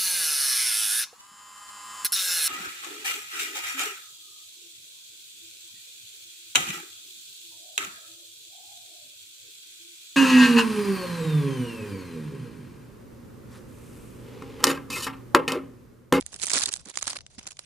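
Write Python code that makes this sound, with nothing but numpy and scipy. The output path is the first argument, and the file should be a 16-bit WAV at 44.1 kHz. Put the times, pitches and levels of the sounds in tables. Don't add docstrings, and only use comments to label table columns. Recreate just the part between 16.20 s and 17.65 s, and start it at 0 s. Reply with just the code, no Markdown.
import sys
import numpy as np
from scipy import signal
from scipy.fft import rfft, irfft, next_fast_len
from scipy.io import wavfile
from scipy.ndimage import uniform_filter1d, map_coordinates

SR = 44100
rng = np.random.default_rng(int(sys.argv[2]) if len(sys.argv) > 2 else 0)


def log_audio(samples):
    frames = np.atleast_2d(samples).T
    limited = np.clip(frames, -1, 1)
    pcm = np.round(limited * 32767).astype(np.int16)
    wavfile.write(sys.argv[1], SR, pcm)


def magnitude_from_level(level_db):
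    exponent = np.asarray(level_db, float) / 20
    return 10 ** exponent


N = 63945


def unit(x):
    return x / np.sqrt(np.mean(x ** 2) + 1e-20)


def along(points, hz):
    f, v = np.transpose(points)
    return np.interp(np.log(hz + 1), np.log(f + 1), v)


def wobble(rate):
    knots = rng.standard_normal(int(N * rate / SR) + 4)
    return map_coordinates(knots, [np.arange(N) * rate / SR])


def filtered(x, response):
    m = next_fast_len(N + 8192)
    return irfft(rfft(x, m) * response(np.fft.rfftfreq(m, 1 / SR)), m)[..., :N]


def spans(start, length):
    rise_s, fall_s = 0.00097, 0.0019
    t = np.arange(N) / SR
    return np.exp(np.minimum(0, np.minimum((t - start) / rise_s, (start + length - t) / fall_s)))


def patchy(patch_db):
    z = signal.stft(rng.standard_normal((2, N + 256)), nperseg=128)[2]
    field = uniform_filter1d(rng.standard_normal(z.shape[1:]), size=3, axis=0)
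    field = uniform_filter1d(field, size=3, axis=1)
    noise = signal.istft(z * magnitude_from_level(patch_db * unit(field)), nperseg=128)[1]
    return unit(noise[:, :N])


def foil_sound(dull, bright, pan, low_hz):
    # pitch in Hz, relative level in dB.
    foil_colour = [(59, -47), (100, 9), (265, 5.5), (480, -6), (673, -5.5), (2870, -4), (3940, -1.5),
                   (4710, -0.5), (7140, 0), (10600, -10), (11500, -25), (15000, -52), (22000, -120)]
    # pitch in Hz, left over right in dB.
    port_balance = [(60, -4), (300, -4.5), (620, -9), (1120, -3), (2010, -3), (3610, 0.5), (5500, -0.5),
                    (7000, -5.5), (8500, -13), (11600, -18.5)]
    # pitch in Hz, share of the left sound common with the right (0 to 1).
    port_likeness = [(200, 0.27), (1000, 0.9), (2500, .3), (6000, .1)]
    tilt_hz = 3780
    left_lag_s = 0.0001
    grid = np.linspace(0, SR / 2, 999)
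    scale = np.sqrt(np.mean(magnitude_from_level(2 * along(foil_colour, grid))))

    def high(hz):
        return 1 / (1 + (tilt_hz / (hz + 1)) ** 2)

    def low(hz):
        return 1 - high(hz)

    def colour(hz):
        return magnitude_from_level(along(foil_colour, hz)) / scale / (1 + (low_hz / (hz + 1)) ** 2)

    def alike(hz):
        return np.clip(along(port_likeness, hz), 0, 0.99)

    def port(side):
        gain = pan ** side
        balance = lambda hz: colour(hz) * magnitude_from_level(side * along(port_balance, hz) / 2)
        return (filtered(bright * gain, lambda hz: high(hz) * balance(hz))
                + filtered(dull * gain, lambda hz: low(hz) * balance(hz)))

    common, own = port(1)
    left = filtered(common, lambda hz: alike(hz) * np.exp(-2j * np.pi * hz * left_lag_s))
    left = left + filtered(own, lambda hz: np.sqrt(1 - alike(hz) ** 2))
    right = port(-1)[0]
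    return np.array([left, right])


def open_air():
    # pitch in Hz, relative level in dB.
    air_colour = [(15, -31), (25, -10), (124, -5.5), (327, -20.5), (391, -19), (518, -19.5), (619, -20),
                  (1470, -40), (6120, -26), (11000, -59), (14300, -85), (22000, -120)]
    level_db, alike = -62, 0.22
    a, b = filtered(rng.standard_normal((2, N)), lambda hz: magnitude_from_level(along(air_colour, hz)))
    drift_db = 3.65 * wobble(11.86)
    return magnitude_from_level(level_db + drift_db) * unit(np.array([a + alike * b, b + alike * a]))


def wind_puffs():
    # centre in seconds, left level in dB, pitch in Hz,
    # length in seconds (from the centre to 1/e).
    puffs = [(.02, -38.5, 72.4, 0.0043), (0.24, -52, 60, .012), (0.352, -51, 60, 0.017),
             (.875, -48, 70, .015), (0.057, -49, 71.4, 0.019), (0.145, -47.5, 81, .012),
             (0.185, -55.5, 91.8, 0.015), (0.437, -44.5, 70.4, 0.011), (0.486, -47, 83, 0.017),
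             (0.619, -51.5, 67, 0.023), (0.84, -43.5, 72, 0.0064), (1.005, -49, 89, .012),
             (1.034, -50, 71.4, 0.016)]
    t = np.arange(N) / SR
    out = np.zeros(N)
    for s, db, hz, length in puffs:
        swell = np.exp(-((t - s) / length) ** 2)
        out += magnitude_from_level(db) * swell * np.sin(2 * np.pi * (hz * (t - s) + rng.random()))
    return out * magnitude_from_level([[0], [-18]])


def thuds():
    # start in seconds, level in dB (before rise and gains), pitch in Hz,
    # 60 dB decay in seconds.
    pushes = [(1.1807, -30.5, 214, .03), (1.181, -44, 119, 0.049)]
    rise_s = 0.006
    out, t = np.zeros(N + SR), np.arange(SR // 10) / SR
    for s, db, hz, t60 in pushes:
        shape = magnitude_from_level(db - 60 * t / t60) * (1 - np.exp(-t / rise_s))
        out[round(s * SR):][:len(t)] += shape * np.sin(2 * np.pi * hz * t) * 2
    return out[:N] * magnitude_from_level([[-2.5], [2.5]])


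def flexing():
    # start in seconds, length in seconds, level in dB (before port gains).
    bends = [(0.129, 0.035, -57.5), (0.229, 0.016, -43), (0.299, 0.0069, -50.5), (0.332, 0.027, -42),
             (0.354, 0.02, -47), (0.433, 0.0076, -44.5), (0.469, 0.032, -48), (0.529, 0.01, -53),
             (0.661, 0.041, -52.5), (0.768, 0.0083, -49.5), (0.864, 0.053, -60.5), (0.933, 0.042, -59),
             (1.265, 0.015, -55)]
    # pitch in Hz, relative level in dB.
    bend_colour = [(60, -35), (150, 2.5), (300, 5), (700, -4), (1400, -8.5), (22000, -120)]
    lumpy = rng.standard_normal((2, N)) * magnitude_from_level(1.6 * wobble(120))
    a, b = unit(filtered(lumpy, lambda hz: magnitude_from_level(along(bend_colour, hz))))
    level = sum(magnitude_from_level(db) * spans(s, length) for s, length, db in bends)
    level = uniform_filter1d(level, size=SR // 300)
    return level * np.array([0.72 * a + 0.73 * b, a]) * magnitude_from_level([[-3.5], [3]])


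def crackle():
    # start in seconds, length in seconds, level in dB (before colouring),
    # brightness in dB (bright over dull).
    bouts = [(.0, 0.012, -48.5, 2), (.017, 0.0061, -56.5, -25.5), (0.124, 0.021, -49, 10),
             (0.159, 0.0078, -51, 2), (0.189, 0.049, -48.5, 5), (.223, 0.0061, -35, 5),
             (.231, 0.0082, -29.5, 10.5), (0.242, 0.0046, -32, 3), (0.254, 0.019, -39.5, 13),
             (.275, 0.009, -33.5, -1.5), (0.3, 0.011, -29, 2), (.313, 0.0092, -34.5, 13),
             (0.327, 0.0094, -26, 5), (0.345, 0.032, -25.5, -5), (0.38, 0.021, -33, 7.5),
             (.403, 0.0067, -30, -3), (.418, 0.024, -28.5, 2.5), (0.443, 0.023, -39.5, -2),
             (0.471, 0.0093, -38, 5), (0.483, 0.0076, -33.5, -3.5), (0.49, 0.014, -52, -17),
             (.512, 0.012, -42, 5), (0.524, 0.015, -52, 6), (.536, 0.0097, -38, 9), (0.549, 0.023, -58, 24),
             (0.578, 0.036, -55, -6), (0.653, 0.0084, -47.5, -1), (0.669, .017, -52, -15),
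             (.682, 0.033, -47.5, -9.5), (0.74, 0.0086, -49.5, -6), (.755, 0.0092, -43.5, 11),
             (0.77, 0.0079, -50, 2), (0.782, 0.011, -41, 5), (.795, 0.0057, -55, 18),
             (0.812, 0.023, -43.5, -4), (.84, 0.02, -45.5, 3), (0.867, 0.0078, -32, -3),
             (.876, 0.019, -38, -6), (.896, .016, -35, -3.5), (0.915, .022, -40, -3.5),
             (0.93, 0.025, -46.5, -8), (0.954, 0.017, -36, -3), (0.979, 0.0038, -58, 13),
             (.986, 0.0047, -54.5, -10), (1.008, 0.0079, -51, -2), (1.099, 0.014, -61, -7),
             (1.183, 0.011, -41.5, -15.5), (1.202, 0.046, -56.5, -13), (1.256, 0.0028, -51.5, -21),
             (1.266, .012, -48, 1), (1.283, 0.011, -52.5, 1), (1.307, 0.023, -50, 1),
             (1.39, 0.0072, -50, -17)]
    # time in seconds, level in dB (before colouring).
    rub_levels = [(0, -62), (.05, -68), (.07, -52.5), (.115, -59), (.18, -55.5), (.6, -64.5), (0.648, -63),
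                  (.73, -58.5), (1.0, -77), (1.052, -81), (1.075, -65), (1.095, -84), (1.105, -66.5),
                  (1.15, -56), (1.172, -70), (1.3, -65.5), (1.35, -66.5), (1.385, -69), (1.4, -58),
                  (1.45, -56.5)]
    grains_per_s, grain_ms = 2500, 0.83
    spread_db, cap_db = 3, 7
    clump_db, own_clump_db = 1.5, 2
    hits = rng.random(N) < grains_per_s / SR
    sizes = hits * magnitude_from_level(np.minimum(spread_db * rng.exponential(size=N), cap_db))
    grains = signal.lfilter([1], [1, -np.exp(-1000 / (grain_ms * SR))], sizes)
    grains = unit(grains * magnitude_from_level(clump_db * wobble(250)))
    dull, bright = np.zeros(N), np.zeros(N)
    for s, length, db, tilt_db in bouts:
        gate = spans(s, length)
        dull += magnitude_from_level(db - tilt_db / 2) * gate
        bright += magnitude_from_level(db + tilt_db / 2) * gate
    rub = magnitude_from_level(np.interp(np.arange(N) / SR, *np.transpose(rub_levels)))
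    noise = patchy(4.5)
    dull = noise * (dull * grains * magnitude_from_level(own_clump_db * wobble(150)) + rub)
    bright = noise * (bright * grains * magnitude_from_level(own_clump_db * wobble(150)) + rub)
    return foil_sound(dull, bright, np.ones(N), low_hz=523)


def snaps():
    # time in seconds, level in dB (before colouring), length in ms,
    # brightness in dB (bright over dull), left over right in dB (on top of the port balance).
    creases = [(0.004, -40.5, 1.4, 21, 4), (0.01, -26.5, 1.54, 7.5, -4), (0.0246, -44, 2.3, -29.5, -3),
               (0.0639, -24.5, 1.12, 4.5, -7), (0.1208, -37, 1.46, 5, -5), (0.1299, -31.5, 2.2, -9, -1),
               (0.142, -28.5, 2.6, -2, -5), (0.1503, -51, 4.6, 23, 5), (0.162, -34.5, 1.5, 6, -7),
               (0.189, -52, 1.7, 12, -2), (0.1986, -32, 1.5, -3, -11), (0.2111, -40, 4.4, 11, -6),
               (0.2175, -25, 1.13, 5, -11), (0.2247, -29.5, 1.5, 17.5, -7), (0.23, -14.5, 0.68, 3, -2.5),
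               (0.2348, -24, 4.7, 0, -2), (0.2447, -22.5, 2.2, -4, 1), (0.2506, -40, 3.5, 9, 6),
               (0.268, -16.5, 1.13, 3, -8), (0.2837, -28, 5.1, -2, -2), (0.2967, -25, 3.7, 8, 10),
               (0.3038, -16, 1.14, -4.5, -11.5), (0.307, -31, 1.8, 2, -8), (0.3156, -21.5, 2.5, -3, -13),
               (0.3326, -17, 7.9, 5.5, -4.5), (0.3407, -18.5, 4.5, 0, -4), (0.3499, -25, 4.4, -4, -8),
               (0.3552, -20.5, 4.5, -7, -7), (0.3664, -25, 3.4, 3, -7), (0.3698, -20.5, 5.2, -6, -4),
               (0.381, -16.5, 1.95, -1, -5), (0.3875, -21, 2.3, 14.5, 3), (0.3954, -26, 1.4, 12, -9),
               (0.4116, -24, 2.5, -6, 12), (0.418, -28.5, 2.6, -2, -8), (0.4272, -21, 1.7, -10, -6),
               (0.436, -16.5, 2.8, 0, -7), (0.458, -17.5, 4.1, 5.5, -2.5), (0.4891, -22, 3.3, -3, -4),
               (0.5194, -30.5, 1.6, 6, 1), (0.5271, -28.5, 2.4, 12, -7), (0.5308, -31, 1.9, 6, -1),
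               (0.5381, -15, 2.23, 6.5, -5.5), (0.5545, -34, 5.6, 12, 1), (0.5618, -27, 3.1, 5, -1),
               (0.5709, -36, 0.8, 21, -8), (0.596, -41.5, 3.6, 2, -3), (0.6567, -39, 1.3, 7, -4),
               (0.6717, -41, 2.4, -15, 0), (0.6864, -35, 1.6, -14, -9), (0.6962, -34.5, 2, 7, -8),
               (0.7, -33, 1.56, 15.5, -4), (0.7559, -28, 1.5, -5, -6), (0.7732, -17, 2.24, -2, -5.5),
               (0.7862, -31, 3.4, 4, -1), (0.789, -36, 2.8, -11, 9), (0.8112, -35, 2, -3, -1),
               (0.823, -26.5, 2, -4, -3), (0.8265, -19, 2.7, -1, -5.5), (0.8411, -29, 2.1, 1, -3),
               (0.8471, -34, 2.5, -5, 4), (0.87, -22, 3.1, 5, -1), (0.877, -18, 3.3, -9, -8.5),
               (0.8891, -34, 1.9, 0, 6), (0.9017, -24.5, 4.6, 5, 1.5), (0.9191, -49, 1.3, -1, 2),
               (0.9313, -21.5, 1.2, -6, 1), (0.9575, -34, 3.5, -10, 4), (0.9664, -34, 2.1, -11, -9),
               (0.9687, -34, 2.4, -2, 2), (0.9875, -36, 2.26, -23, -1), (1.0069, -38, 2, -17, 3),
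               (1.0644, -33.5, 2.43, -10, 5), (1.1917, -36, 1.75, -15, -4.5), (1.2097, -51, 2, -8, 13),
               (1.23, -39, 1.4, -3, 2), (1.2683, -27, 3.5, -4, 3.5), (1.2741, -26.5, 1.96, -0.5, -4.5),
               (1.2867, -35.5, 2, -13, 0), (1.3097, -33.5, 3, -3, 2.5), (1.3182, -35, 2.6, -3, -5),
               (1.3691, -44, 3.2, -20, -1), (1.3917, -24.5, 1.65, -5.5, -2)]
    rise, lead = 0.05, 0.03
    decay_db, end_db = 8.5, 3
    ring_db = 4
    dull, bright = np.zeros((2, N + SR)), np.zeros((2, N + SR))
    pan, ms = np.ones(N + SR), np.arange(512) / SR * 1000
    for s, db, length, tilt_db, pan_db in creases:
        u = ms / length
        shape = (1 - np.exp(-u / rise)) ** 2 * magnitude_from_level(-decay_db * u - end_db * u ** 2)
        noise = rng.standard_normal((2, len(ms)))
        ripple = uniform_filter1d(rng.standard_normal(len(ms) // 2 + 1), size=9)
        burst = shape * irfft(rfft(noise) * magnitude_from_level(ring_db * unit(ripple)), len(ms))
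        burst = burst * np.linalg.norm(shape) / np.linalg.norm(burst, axis=1, keepdims=True)
        k = round((s - lead * length / 1000) * SR)
        dull[:, k:k + len(ms)] += magnitude_from_level(db - tilt_db / 2) * burst
        bright[:, k:k + len(ms)] += magnitude_from_level(db + tilt_db / 2) * burst
        pan[k:k + len(ms)] = magnitude_from_level(pan_db / 2)
    return foil_sound(dull[:, :N], bright[:, :N], pan[:N], low_hz=885)


def scene():
    return open_air() + wind_puffs() + thuds() + flexing() + crackle() + snaps()


def low_pass(x):
    return signal.sosfilt(signal.butter(12, 12240, fs=SR, output="sos"), x)


def record(dry):
    top_hz = 11126
    mix = filtered(dry, lambda hz: 1 / (1 + (hz / top_hz) ** 90))
    return low_pass(mix)


dry = scene()
out = record(dry)
log_audio(out)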